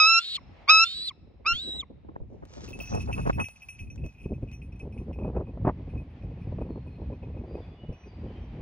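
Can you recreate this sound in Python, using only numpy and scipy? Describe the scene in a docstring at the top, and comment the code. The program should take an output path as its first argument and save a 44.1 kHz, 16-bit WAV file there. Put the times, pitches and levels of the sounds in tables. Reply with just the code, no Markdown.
"""An eagle on a handler's glove gives three piping calls right at the microphone: each is a loud reedy note
of the syrinx that breaks into a thin whistle and drops away. Then it takes off over an open lawn: feathers
rustle, wingbeats blow on the microphone and a pellet rattles in its leg bell. As the jingle recedes, wind
buffets the microphone ports more strongly, and near the end a small bird sings far away in the trees."""
import sys
import numpy as np
from scipy import signal
from scipy.fft import rfft, irfft, next_fast_len
from scipy.io import wavfile
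from scipy.ndimage import uniform_filter1d, minimum_filter1d

SR = 44100
rng = np.random.default_rng(int(sys.argv[2]) if len(sys.argv) > 2 else 0)


def transcribe(signal):
    """Save signal, clipped to [-1, 1], as a 16-bit WAV file at the path in sys.argv[1]."""
    frames = np.atleast_2d(signal).T
    limited = np.clip(frames, -1, 1)
    pcm = np.round(limited * 32767).astype(np.int16)
    wavfile.write(sys.argv[1], SR, pcm)


N = 379921
TIME = np.arange(N) / SR

# Levels are relative within a source. lead_rad is a phase and pan_db a level, both left minus right.
# distant wash of trees and roads: time_s, level_db
COUNTRY_LEVELS = [(0, -91.5), (.62, -73), (.9, -89), (2.3, -87.5), (2.8, -79), (3.7, -87), (5, -82.5),
                  (6.5, -76), (7.5, -78.5), (8.6, -73)]
# notes of the far songbird: start_s, length_s, start_hz, end_hz, level_db
SONG_NOTES = [(6.653, .15, 4440, 4084, -73.5), (6.86, 0.16, 4200, 4200, -75),
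              (7.437, 0.17, 4590, 5010, -71.5), (7.59, .08, 4860, 4700, -73.5),
              (7.6, 0.065, 3620, 3300, -65), (7.705, 0.084, 3470, 3350, -73),
              (7.748, 0.13, 2916, 2925, -60.5), (8.052, 0.08, 4870, 4650, -67.5),
              (8.251, 0.088, 3050, 2946, -64.5), (8.31, 0.14, 3200, 3095, -66)]
# breeze over the microphone: time_s, rumble_db, flutter_db
BREEZE_LEVELS = [(0.1, -71.0, -74.5), (0.5, -50, -63.5), (0.72, -60.5, -71.0), (1.51, -52, -55.5),
                 (3.04, -44.5, -52.5), (3.62, -59.5, -95), (4.05, -34, -48), (4.15, -54, -72),
                 (4.3, -34.5, -53), (4.6, -40, -60), (5.28, -34.5, -40), (6.01, -32, -44.0),
                 (6.07, -40.5, -56.5), (6.6, -34.5, -44), (7.55, -39, -46.5), (8.07, -51.5, -59),
                 (8.19, -40, -54), (8.6, -39.5, -50.5)]
# single eddies from the wings or the wind: centre_s, half_length_s, level_db, top_hz
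EDDY_PUFFS = [(1.538, 0.05, -32.5, 110), (1.763, 0.051, -42, 694), (2.091, 0.011, -34.5, 994),
              (2.163, 0.013, -37.5, 1073), (2.22, 0.04, -37.5, 110), (2.433, 0.017, -38, 910),
              (2.585, 0.053, -41.5, 655), (2.805, 0.041, -40, 650), (2.954, 0.085, -28, 800),
              (3.098, 0.043, -28, 850), (3.188, 0.049, -32, 960), (3.273, 0.036, -23.5, 910),
              (3.301, .014, -18.5, 1250), (3.402, 0.042, -23.5, 1220), (3.825, 0.04, -36.5, 170),
              (4.048, 0.04, -34, 290), (4.262, 0.012, -31.5, 457), (4.32, .045, -29.5, 320),
              (4.432, 0.022, -29, 350), (4.856, 0.084, -37, 413), (5.113, 0.0122, -35, 487),
              (5.188, 0.011, -33.5, 565), (5.271, 0.055, -31, 520), (5.368, 0.042, -26.5, 600),
              (5.414, 0.019, -34.5, 580), (5.579, 0.013, -36.5, 563), (5.652, 0.011, -24, 770),
              (5.682, 0.048, -21.5, 847), (6.589, 0.012, -31, 550), (6.619, 0.022, -30, 538),
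              (7.551, 0.035, -36, 437), (7.9, .03, -27.5, 240)]
# snaps of quills and leather straps: start_s, level_db
QUILL_SNAPS = [(2.4524, -50.5), (2.5277, -59), (2.7906, -41.5), (2.9503, -36.5), (3.1248, -54),
               (3.2944, -53), (3.485, -42.5), (3.686, -51), (3.9588, -52.5), (4.0623, -50), (4.2323, -62.5),
               (4.5151, -52.5), (4.795, -54.5)]
# modes of the leg bell at rest: pitch_hz, level_db, t60_s, lead_rad
BELL_MODES = [(2556, -2.5, 0.04, 0.5), (2600, 1.5, 0.07, 0.99), (5584, -21.5, 0.081, 1.48),
              (6020, -19.5, 0.21, 2.15), (9480, -12, 0.23, 2.7), (15580, -16.5, .16, 2.3)]
# hardest strikes of the pellet: start_s, level_db
PELLET_STRIKES = [(2.73, -39), (2.8014, -34), (3.023, -46), (3.1286, -29), (3.179, -39.5), (3.2618, -41),
                  (3.3293, -38.5), (3.398, -28), (3.4414, -30), (3.619, -42), (3.6853, -34.5),
                  (3.7914, -40), (3.9006, -43.5), (4.0411, -47), (4.526, -42.5), (4.6176, -45.5),
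                  (4.799, -44), (4.977, -48), (5.1292, -45.5), (5.1876, -51), (5.9754, -47.5),
                  (7.2266, -51), (7.9264, -46.5)]
# the pellet skates round the rim and sings a high mode: start_s, length_s, pitch_hz, level_db
RIM_TONES = [(2.765, 0.34, 5570, -50.5), (2.804, 0.21, 6050, -49.5), (7.907, 0.24, 5850, -70.5),
             (8.38, 0.12, 5830, -76)]
# whistle after each break: start_s, end_s, from_hz, top_hz, climb_s, level_db, swell_db, hiss_db, pan_db,
# then its second voice: first_hz, last_hz, first_db, last_db
CALL_WHISTLES = [(0.19, 0.378, 3132, 3807, 0.07, -36, 11, -9.5, 0.5, 4265, 4400, -1, -6),
                 (0.847, 1.106, 3505, 4147, 0.31, -33, 0.5, -16.5, -1.5, 4334, 4590, -5, -13.5),
                 (1.53, 1.827, 3017, 3855, 0.12, -34.5, -2, -21.5, -1, 4520, 4590, -9, -39)]
# loud note of each call: start_s, step_s, break_s, pitch_hz, held_db, accent_db,
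# then upper_db, pan_db (both from the third harmonic up), hoarseness (0-1)
CALL_NOTES = [(-0.04, 0.058, 0.19, 1275, -19.5, 6, -1, -5.5, 0.2),
              (0.674, 0.794, 0.84, 1291, -19.5, 7.5, 0, 0, 0.5),
              (1.446, 1.46, 1.526, 1307, -23.5, 3, -5, 1.5, 0.4)]
# harmonics of the loud note, from the fundamental up: level_db, lead_rad
HARMONICS = [(-3, 0), (-0.5, 0.41), (-6, 4), (-3.5, 1.68), (-20, 1.34), (-38, 2), (-33.5, 4), (-44, 2.5),
             (-55.5, 8.5), (-53.5, 4)]

# noise spectra of the sources: frequency_hz, density_db
COUNTRY_SPECTRUM = [(100, 13), (420, 8.5), (720, 18), (1000, 11.5), (1450, 4), (2300, 7.5), (3200, 0),
                    (4800, -9), (6500, -20), (9000, -38), (15000, -49.5)]
RUMBLE_SPECTRUM = [(20, -29), (35, -11.5), (55, 2), (90, -0.5), (160, -7.5), (250, -12.5), (450, -30)]
FLUTTER_SPECTRUM = [(120, -24), (230, 2.5), (400, 0.5), (550, -3.5), (750, -18.5), (1100, -40),
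                    (2200, -56.5)]
FEATHER_SPECTRUM = [(900, 14), (2000, 7.5), (4000, 5.5), (6000, 9), (7800, -3), (9000, -15), (15000, -33)]
ECHO_SPECTRUM = [(500, -1.5), (1300, -8.5), (3700, -7), (5200, -7.5), (10000, -16.5)]
TEARING_SPECTRUM = [(500, -8), (750, 0), (980, -2), (1300, -24), (2400, -50)]
SNAP_SPECTRUM = [(600, 11), (2500, -2.5), (7000, -6), (15000, -23)]
RASP_SPECTRUM = [(60, -8), (300, -3), (580, 3), (900, -11)]
WHISTLE_HISS = [(1200, -25), (2200, -9.5), (3600, 2), (4500, -3), (5600, -24.5), (7600, -15.5),
                (8800, -26.5), (10000, -50)]
NOTE_HISS = [(1500, -16.5), (2100, 3), (3300, -1), (5000, -5), (7000, -12.5), (12000, -29)]

JINGLE_START_S = 2.68
RELEASE_S, CHOKE_S = 0.037, 0.011  # dying time of a loud note and of a whistle


def undb(db):
    """Decibels to amplitude ratio."""
    return 10 ** (np.asarray(db) / 20)


def curves(table):
    """Linear interpolation of a table's columns over time."""
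    times, *columns = np.transpose(table)
    return [np.interp(TIME, times, column) for column in columns]


def walk(rate_hz):
    """Smooth random modulation of unit standard deviation."""
    knots = rng.standard_normal(int(N / SR * rate_hz) + 2)
    line = np.interp(TIME * rate_hz, np.arange(len(knots)), knots)
    smooth = uniform_filter1d(line, max(1, int(SR / rate_hz / 2)))
    return smooth / smooth.std()


def bursts(per_s, decay_s):
    """Shot-noise envelope of unit rms: random impulses decay exponentially."""
    kicks = (rng.random(N) < per_s / SR) * (1 + rng.random(N)) ** 2
    decays = signal.lfilter([1], [1, -np.exp(-1 / (decay_s * SR))], kicks)
    envelope = uniform_filter1d(decays, SR // 1000)
    return envelope / np.sqrt(np.mean(envelope ** 2))


def noise(points, size=N):
    """Spectrally shaped analytic noise whose real part has unit rms."""
    hz, db = np.transpose(points)
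    n = next_fast_len(size)
    f = np.arange(n // 2 + 1) * SR / n + 1
    spectrum = rfft(rng.standard_normal(n)) * undb(np.interp(np.log(f), np.log(hz), db))
    spectrum *= np.minimum(f / hz[0], 1) ** 2 * np.minimum(hz[-1] / f, 1) ** 4
    z = (irfft(spectrum, n) + 1j * irfft(-1j * spectrum, n))[:size]
    return z / z.real.std()


def ports(z, lead_rad, pan_db=0):
    """Phase and level differences place an analytic signal between two microphone ports."""
    left = (z * np.exp(.5j * lead_rad)).real * undb(pan_db / 2)
    right = (z * np.exp(-.5j * lead_rad)).real * undb(-pan_db / 2)
    return np.array([left, right])


def add(out, start_s, sound):
    """Superpose a sound at a given time."""
    i = max(0, int(start_s * SR))
    part = sound[..., :max(0, N - i)]
    out[..., i:i + part.shape[-1]] += part


def span(start_s, end_s, fade_s=0.0017):
    """Trapezoidal gate between two times."""
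    return np.clip((TIME - start_s) / fade_s, 0, 1) * np.clip((end_s - TIME) / fade_s, 0, 1)


def phase_of(hz):
    """Phase is the integral of frequency."""
    return 2 * np.pi * np.cumsum(hz) / SR


def glide(length_s, start_hz, end_hz):
    """Phase and Hann envelope of a linear chirp."""
    n = int(length_s * SR)
    return phase_of(np.linspace(start_hz, end_hz, n)), np.hanning(n)


def country(gain_db=15, width=.7):
    """Distant trees and roads sum incoherently to a wide wash."""
    wash = noise(COUNTRY_SPECTRUM).real + width * ports(noise(COUNTRY_SPECTRUM), np.pi)
    return wash * undb(curves(COUNTRY_LEVELS)[0] + gain_db + 1.2 * walk(11))


def tree_echoes(source, t60_s=1.1, build_s=0.021):
    """Scattering from trunks and branches gives an exponentially decaying reverberation."""
    t = TIME[:SR]
    echoes = np.array([noise(ECHO_SPECTRUM, SR).real for _ in range(2)])
    echoes *= undb(-60 * t / t60_s) * (1 - np.exp(-t / build_s))
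    echoes /= np.sqrt(np.sum(echoes[0] ** 2))
    return signal.fftconvolve(source[None], echoes, axes=1)[:, :N]


def songbird(warble_rad=0.92):
    """Phase modulation makes a far bird's pure notes warble."""
    out, warble = np.zeros(N), warble_rad * walk(150)
    for start_s, length_s, start_hz, end_hz, db in SONG_NOTES:
        phase, swell = glide(length_s, start_hz, end_hz)
        add(out, start_s, undb(db) * swell * np.sin(phase + warble[int(start_s * SR):][:len(phase)]))
    return out


def wind(gain_db=-1, gust_db=2.5, strong_db=-42):
    """Turbulent pressure on the ports: a rumble, and a flutter that tears higher in strong flow."""
    rumble_db, flutter_db = curves(BREEZE_LEVELS)
    gusts = undb(gain_db + gust_db * walk(25))
    chop = .2 + .85 * bursts(55, .008)
    rumble = noise(RUMBLE_SPECTRUM).real + undb(-6) * ports(noise(RUMBLE_SPECTRUM), np.pi)
    flutter = noise(FLUTTER_SPECTRUM).real + undb(-1) * ports(noise(FLUTTER_SPECTRUM), np.pi)
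    tearing = ports(noise(TEARING_SPECTRUM), 1.6) * undb(-11 + .45 * (flutter_db - strong_db))
    return gusts * (rumble * undb(rumble_db) + (flutter + tearing) * chop * undb(flutter_db))


def draught_and_eddies(start_s=2.89, end_s=3.46, draught_db=-32):
    """The wings' downdraught rumbles on the ports; each passing eddy is a pressure pulse."""
    crackle = undb(3.03 * walk(400))
    out = ports(noise(RUMBLE_SPECTRUM), 0.9) * undb(draught_db) * span(start_s, end_s, 0.035)
    for centre_s, half_length_s, db, top_hz in EDDY_PUFFS:
        n = int(2 * half_length_s * SR)
        spectrum = [(min(60, top_hz / 7), 2), (top_hz / 6, 2), (top_hz / 2, -3), (top_hz, -5),
                    (top_hz * 2, -23), (top_hz * 4, -52)]
        puff = noise(spectrum, n) * crackle[int(centre_s * SR):][:n]
        lead_rad = 2.36 if centre_s < end_s else 1  # eddies up to the end of the downdraught strike the ports from the side, later ones from the front
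        add(out, centre_s - half_length_s, ports(puff, lead_rad) * np.hanning(n) ** 2 * undb(db))
    return out


def feathers(open_s=2.633, hold_s=0.34, rise_db_per_s=88.5, fall_db_per_s=21, snap_s=0.0036):
    """Friction of vanes rustles as the wings open and fades as the bird leaves; quills and straps snap."""
    age = TIME - open_s
    rustle_db = -55.5 + rise_db_per_s * np.minimum(age, 0) - fall_db_per_s * np.maximum(age - hold_s, 0)
    flap_db, grain_db = 4 * walk(20), 3 * walk(360)
    out = ports(noise(FEATHER_SPECTRUM), 2.06) * undb(rustle_db + flap_db + grain_db)
    decay = np.exp(-TIME[:SR // 20] / snap_s)
    for start_s, db in QUILL_SNAPS:
        add(out, start_s, ports(noise(SNAP_SPECTRUM, len(decay)), 1.75) * decay * undb(db))
    return out


def light_taps(distance_m, count=32, taps_per_s=11, calm_s=2.8):
    """Impacts (start_s, level_db) in the swinging bell: sparser in the glide, fainter with distance."""
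    taps, start_s = [], JINGLE_START_S
    for lateness, spread_db in rng.standard_normal((count, 2)):
        loss_db = 3 * np.log1p(np.interp(start_s, TIME, distance_m))
        taps.append((start_s, -44.5 + spread_db - loss_db))
        start_s += (1 + (start_s - JINGLE_START_S) / calm_s) * np.exp(.3 * lateness) / taps_per_s
    return taps


def mode_envelope(hz, t60_s, strikes, rolling, skitter_s=0.013, contact_s=0.00068):
    """A damped mode integrates the pellet's rolling and knocks; finite contact time softens them."""
    t = TIME[:SR // 3]
    pole = [1, -np.exp(-np.log(1000) / t60_s / SR)]
    ring = signal.lfilter([1], pole, (rng.standard_normal(N) + 1j * rng.standard_normal(N)) * rolling)
    ring *= undb(-39) / abs(ring).max()
    for start_s, db in strikes:
        real, imag, spot = rng.standard_normal((3, len(t)))
        touches = (real + 1j * imag) * np.exp(-t / skitter_s)
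        touches[0] += 10 * np.exp(1j * np.pi * spot[0])  # the first touch is the hardest
        knock = signal.lfilter([1], pole, touches)
        spot_db = 4 * spot[1] * (hz > 2 * BELL_MODES[0][0])  # high modes depend on the spot struck
        add(ring, start_s, knock / abs(knock).max() * undb(db + spot_db))
    contact = np.hanning(2 * int(contact_s * SR) + 3)
    return signal.fftconvolve(ring, contact / contact.sum(), "same")


def leg_bell(top_m_per_s=11, launch_s=2.8, gather_s=1.3):
    """A pellet excites a receding bell: Doppler shift lowers its modes and air absorption dulls them."""
    speed = top_m_per_s * (1 - np.exp(-np.maximum(TIME - launch_s, 0) / gather_s))
    distance_m = np.cumsum(speed) / SR
    rolling = bursts(30, .012) * np.clip((TIME - JINGLE_START_S) / .2, 0, 1) * 2.5 / (2.5 + distance_m)
    strikes = PELLET_STRIKES + light_taps(distance_m)
    out = np.zeros((2, N))
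    for hz, mode_db, t60_s, lead_rad in BELL_MODES:
        ring = mode_envelope(hz, t60_s, strikes, rolling)
        carrier = np.exp(1j * phase_of(hz / (1 + speed / 343)))
        absorption_db = 2 * hz / 10000 * np.sqrt(distance_m)
        out += ports(ring * carrier * undb(mode_db - absorption_db), lead_rad)
    for start_s, length_s, hz, db in RIM_TONES:
        phase, swell = glide(length_s, hz, hz)
        add(out, start_s, ports(np.exp(1j * phase) * swell * undb(db), 1.76))
    return out


def two_voices(hz, second_hz, second_db):
    """Nonlinear coupling in the syrinx: returns one tone, and the second voice with their products."""
    tone, second = np.exp(1j * phase_of(hz)), np.exp(1j * phase_of(second_hz))
    combinations = undb(-8) * tone ** 2 / second + undb(-15) * second ** 2 / tone
    octave = undb(-22)
    return tone, octave * tone ** 2 + undb(second_db) * (second + combinations + octave * second ** 2)


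def whistles(gain_db=1, drop_hz=1350, drop_s=0.037, squeak_s=0.024, clearing_db=11.5, pull=.3):
    """Biphonation: both sides of the syrinx sound in a thin whistle while air hisses past."""
    out = np.zeros((2, N))
    waver, second_waver, flicker, drift = walk(350), walk(500), walk(130), walk(30)
    scrape, hiss = noise(RASP_SPECTRUM).real, noise(WHISTLE_HISS)
    phase, swell = glide(length_s=0.023, start_hz=1290, end_hz=925)  # the low note that ends each call
    ending = undb(-42.5) * swell * (np.sin(phase) + undb(-5.5) * np.sin(2 * phase))
    for row in CALL_WHISTLES:
        start_s, end_s, from_hz, top_hz, climb_s, level_db, swell_db, hiss_db, pan_db = row[:9]
        first_hz, last_hz, first_db, last_db = row[9:]
        gate = span(start_s, end_s)
        on = gate > 0
        age, remaining = TIME[on] - start_s, end_s - TIME[on]
        n = len(age)
        progress = np.linspace(0, 1, n)
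        # it climbs, squeaks as it drops, and chokes
        hz = from_hz + (top_hz - from_hz) * np.sin(np.pi / 2 * np.minimum(age / climb_s, 1))
        hz = hz * (1 + .011 * drift[on]) - drop_hz * np.maximum(1 - remaining / drop_s, 0) ** 2
        squeak_db = 5.5 * np.exp(-(2 * (remaining - squeak_s) / squeak_s) ** 2)
        choke_db = 27.5 * np.maximum(1 - remaining / CHOKE_S, 0)
        db = level_db + gain_db + swell_db * (progress - .5) + squeak_db - choke_db
        # the first voice pulls the second along and drags it down in the drop
        second_hz = np.minimum(np.linspace(first_hz, last_hz, n) + pull * (hz - np.median(hz)), 1.8 * hz)
        second_hz *= 1 + .005 * second_waver[on]
        tone, rest = two_voices(hz * (1 + .004 * waver[on]), second_hz, np.linspace(first_db, last_db, n))
        voice = tone * undb(1.5 * flicker[on]) + rest
        # the more air escapes, the raspier both voices are
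        rasp = 1 + undb(hiss_db + 4 - clearing_db * progress) * scrape[on]
        voice *= rasp / np.sqrt(np.mean(rasp ** 2))
        breath = undb(hiss_db - clearing_db * (progress - .5)) * hiss[on]
        # the low voice lingers underneath and rises
        low_hz = (1480 + 750 * progress ** 2) * (1 + .025 * waver[on])
        low_voice = undb(-65.5) * np.sin(phase_of(low_hz))
        out[:, on] += (ports(voice + breath, 1.76, pan_db) * undb(db) + low_voice) * gate[on]
        add(out, end_s - CHOKE_S / 2, ending)
    return out


def note_pitch(t, start_s, step_s, break_s, pitch_hz, scoop_s=0.021, slide_s=0.016, creep_hz_per_s=320):
    """Frequency contour: the note scoops up, steps, creeps higher and flicks up at the break."""
    scoop_hz = 226 * np.exp(-((t - start_s) / scoop_s) ** 2)
    step_hz = 42.1 * (1 + np.tanh((t - step_s) / slide_s)) / 2
    flick_hz = 22 * (1 + np.tanh((t - break_s) / slide_s)) / 2
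    return pitch_hz - scoop_hz + step_hz + creep_hz_per_s * np.maximum(t - step_s, 0) + flick_hz


def note_level(t, start_s, break_s, held_db, accent_db, attack_s=0.021, accent_s=0.09):
    """Envelope in dB: a fast attack, an accent relaxing to the held level, a release at the break."""
    age = t - start_s
    attack_db = 29 * np.maximum(1 - age / attack_s, 0)
    accent = np.exp(-np.maximum(age - attack_s, 0) / accent_s)
    release_db = 29.5 * np.sin(np.pi / 2 * np.clip((t - break_s) / RELEASE_S, 0, 1))
    return held_db - attack_db + accent_db * accent - release_db


def loud_notes(gain_db=1, jitter=0.0017, wobble=0.003, settle_s=0.029, brightening=0.3, full_db=-19):
    """Self-sustained oscillation: the syrinx starts hoarse, locks into a tone and brightens with effort."""
    out = np.zeros((2, N))
    waver, rasp, sway, hiss = walk(170), walk(800), walk(40), noise(NOTE_HISS)
    for start_s, step_s, break_s, pitch_hz, held_db, accent_db, upper_db, pan_db, hoarseness in CALL_NOTES:
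        gate = span(max(start_s, 0), break_s + RELEASE_S)
        on = gate > 0
        t = TIME[on]
        hz = note_pitch(t, start_s, step_s, break_s, pitch_hz)
        db = note_level(t, start_s, break_s, held_db, accent_db)
        roughness = hoarseness * np.exp(-((t - start_s) / settle_s) ** 2) * rasp[on]
        phase = phase_of(hz * (1 + jitter * waver[on] + wobble * sway[on] + roughness / 20))
        effort_db = brightening * np.minimum(db - full_db, 0)
        voice = undb(-43) * ports(hiss[on], 1.5)
        for k, (harmonic_db, lead_rad) in enumerate(HARMONICS):
            beamed = k > 1  # the open beak beams only the upper harmonics
            amplitude = undb(harmonic_db + effort_db * min(k, 3) + upper_db * beamed)
            harmonic = amplitude * np.exp(1j * (k + 1) * phase)
            voice += ports(harmonic, lead_rad, pan_db if beamed else 2 * (k - 1))
        out[:, on] += voice * (1 + roughness) * undb(db + gain_db) * gate[on]
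    return out


def centre_bass(stereo, start_s=3.83, end_s=4.58, below_hz=860):
    """Cancelling the low side signal narrows the bass to the middle; the treble stays wide."""
    side = (stereo[0] - stereo[1]) / 2
    treble = signal.sosfiltfilt(signal.butter(4, below_hz, "high", fs=SR, output="sos"), side)
    amount = np.sqrt(np.clip((TIME - start_s) / (end_s - start_s), 0, 1))
    return stereo - np.array([[1], [-1]]) * (side - treble) * amount


def scene():
    """Superposition of eagle, bell and wind close by, with the country behind."""
    eagle, song = loud_notes() + whistles(), songbird()
    near = eagle + leg_bell() + feathers() + wind() + draught_and_eddies()
    far = country() + song + tree_echoes(undb(-46) * eagle[1] + undb(-3) * song)
    return centre_bass(near + far)


def record(dry, ceiling=.92, hold_s=0.0013, top_hz=15800):
    """Peak limiting holds the loudest call under full scale; a low-pass filter cuts the top."""
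    hold = int(hold_s * SR)
    allowed_gain = np.minimum(ceiling / (abs(dry).max(axis=0) + 1e-9), 1)
    gain = uniform_filter1d(minimum_filter1d(allowed_gain, 2 * hold), hold)
    return signal.sosfilt(signal.ellip(8, .2, 70, top_hz, fs=SR, output="sos"), dry * gain)


dry = scene()
out = record(dry)
transcribe(out)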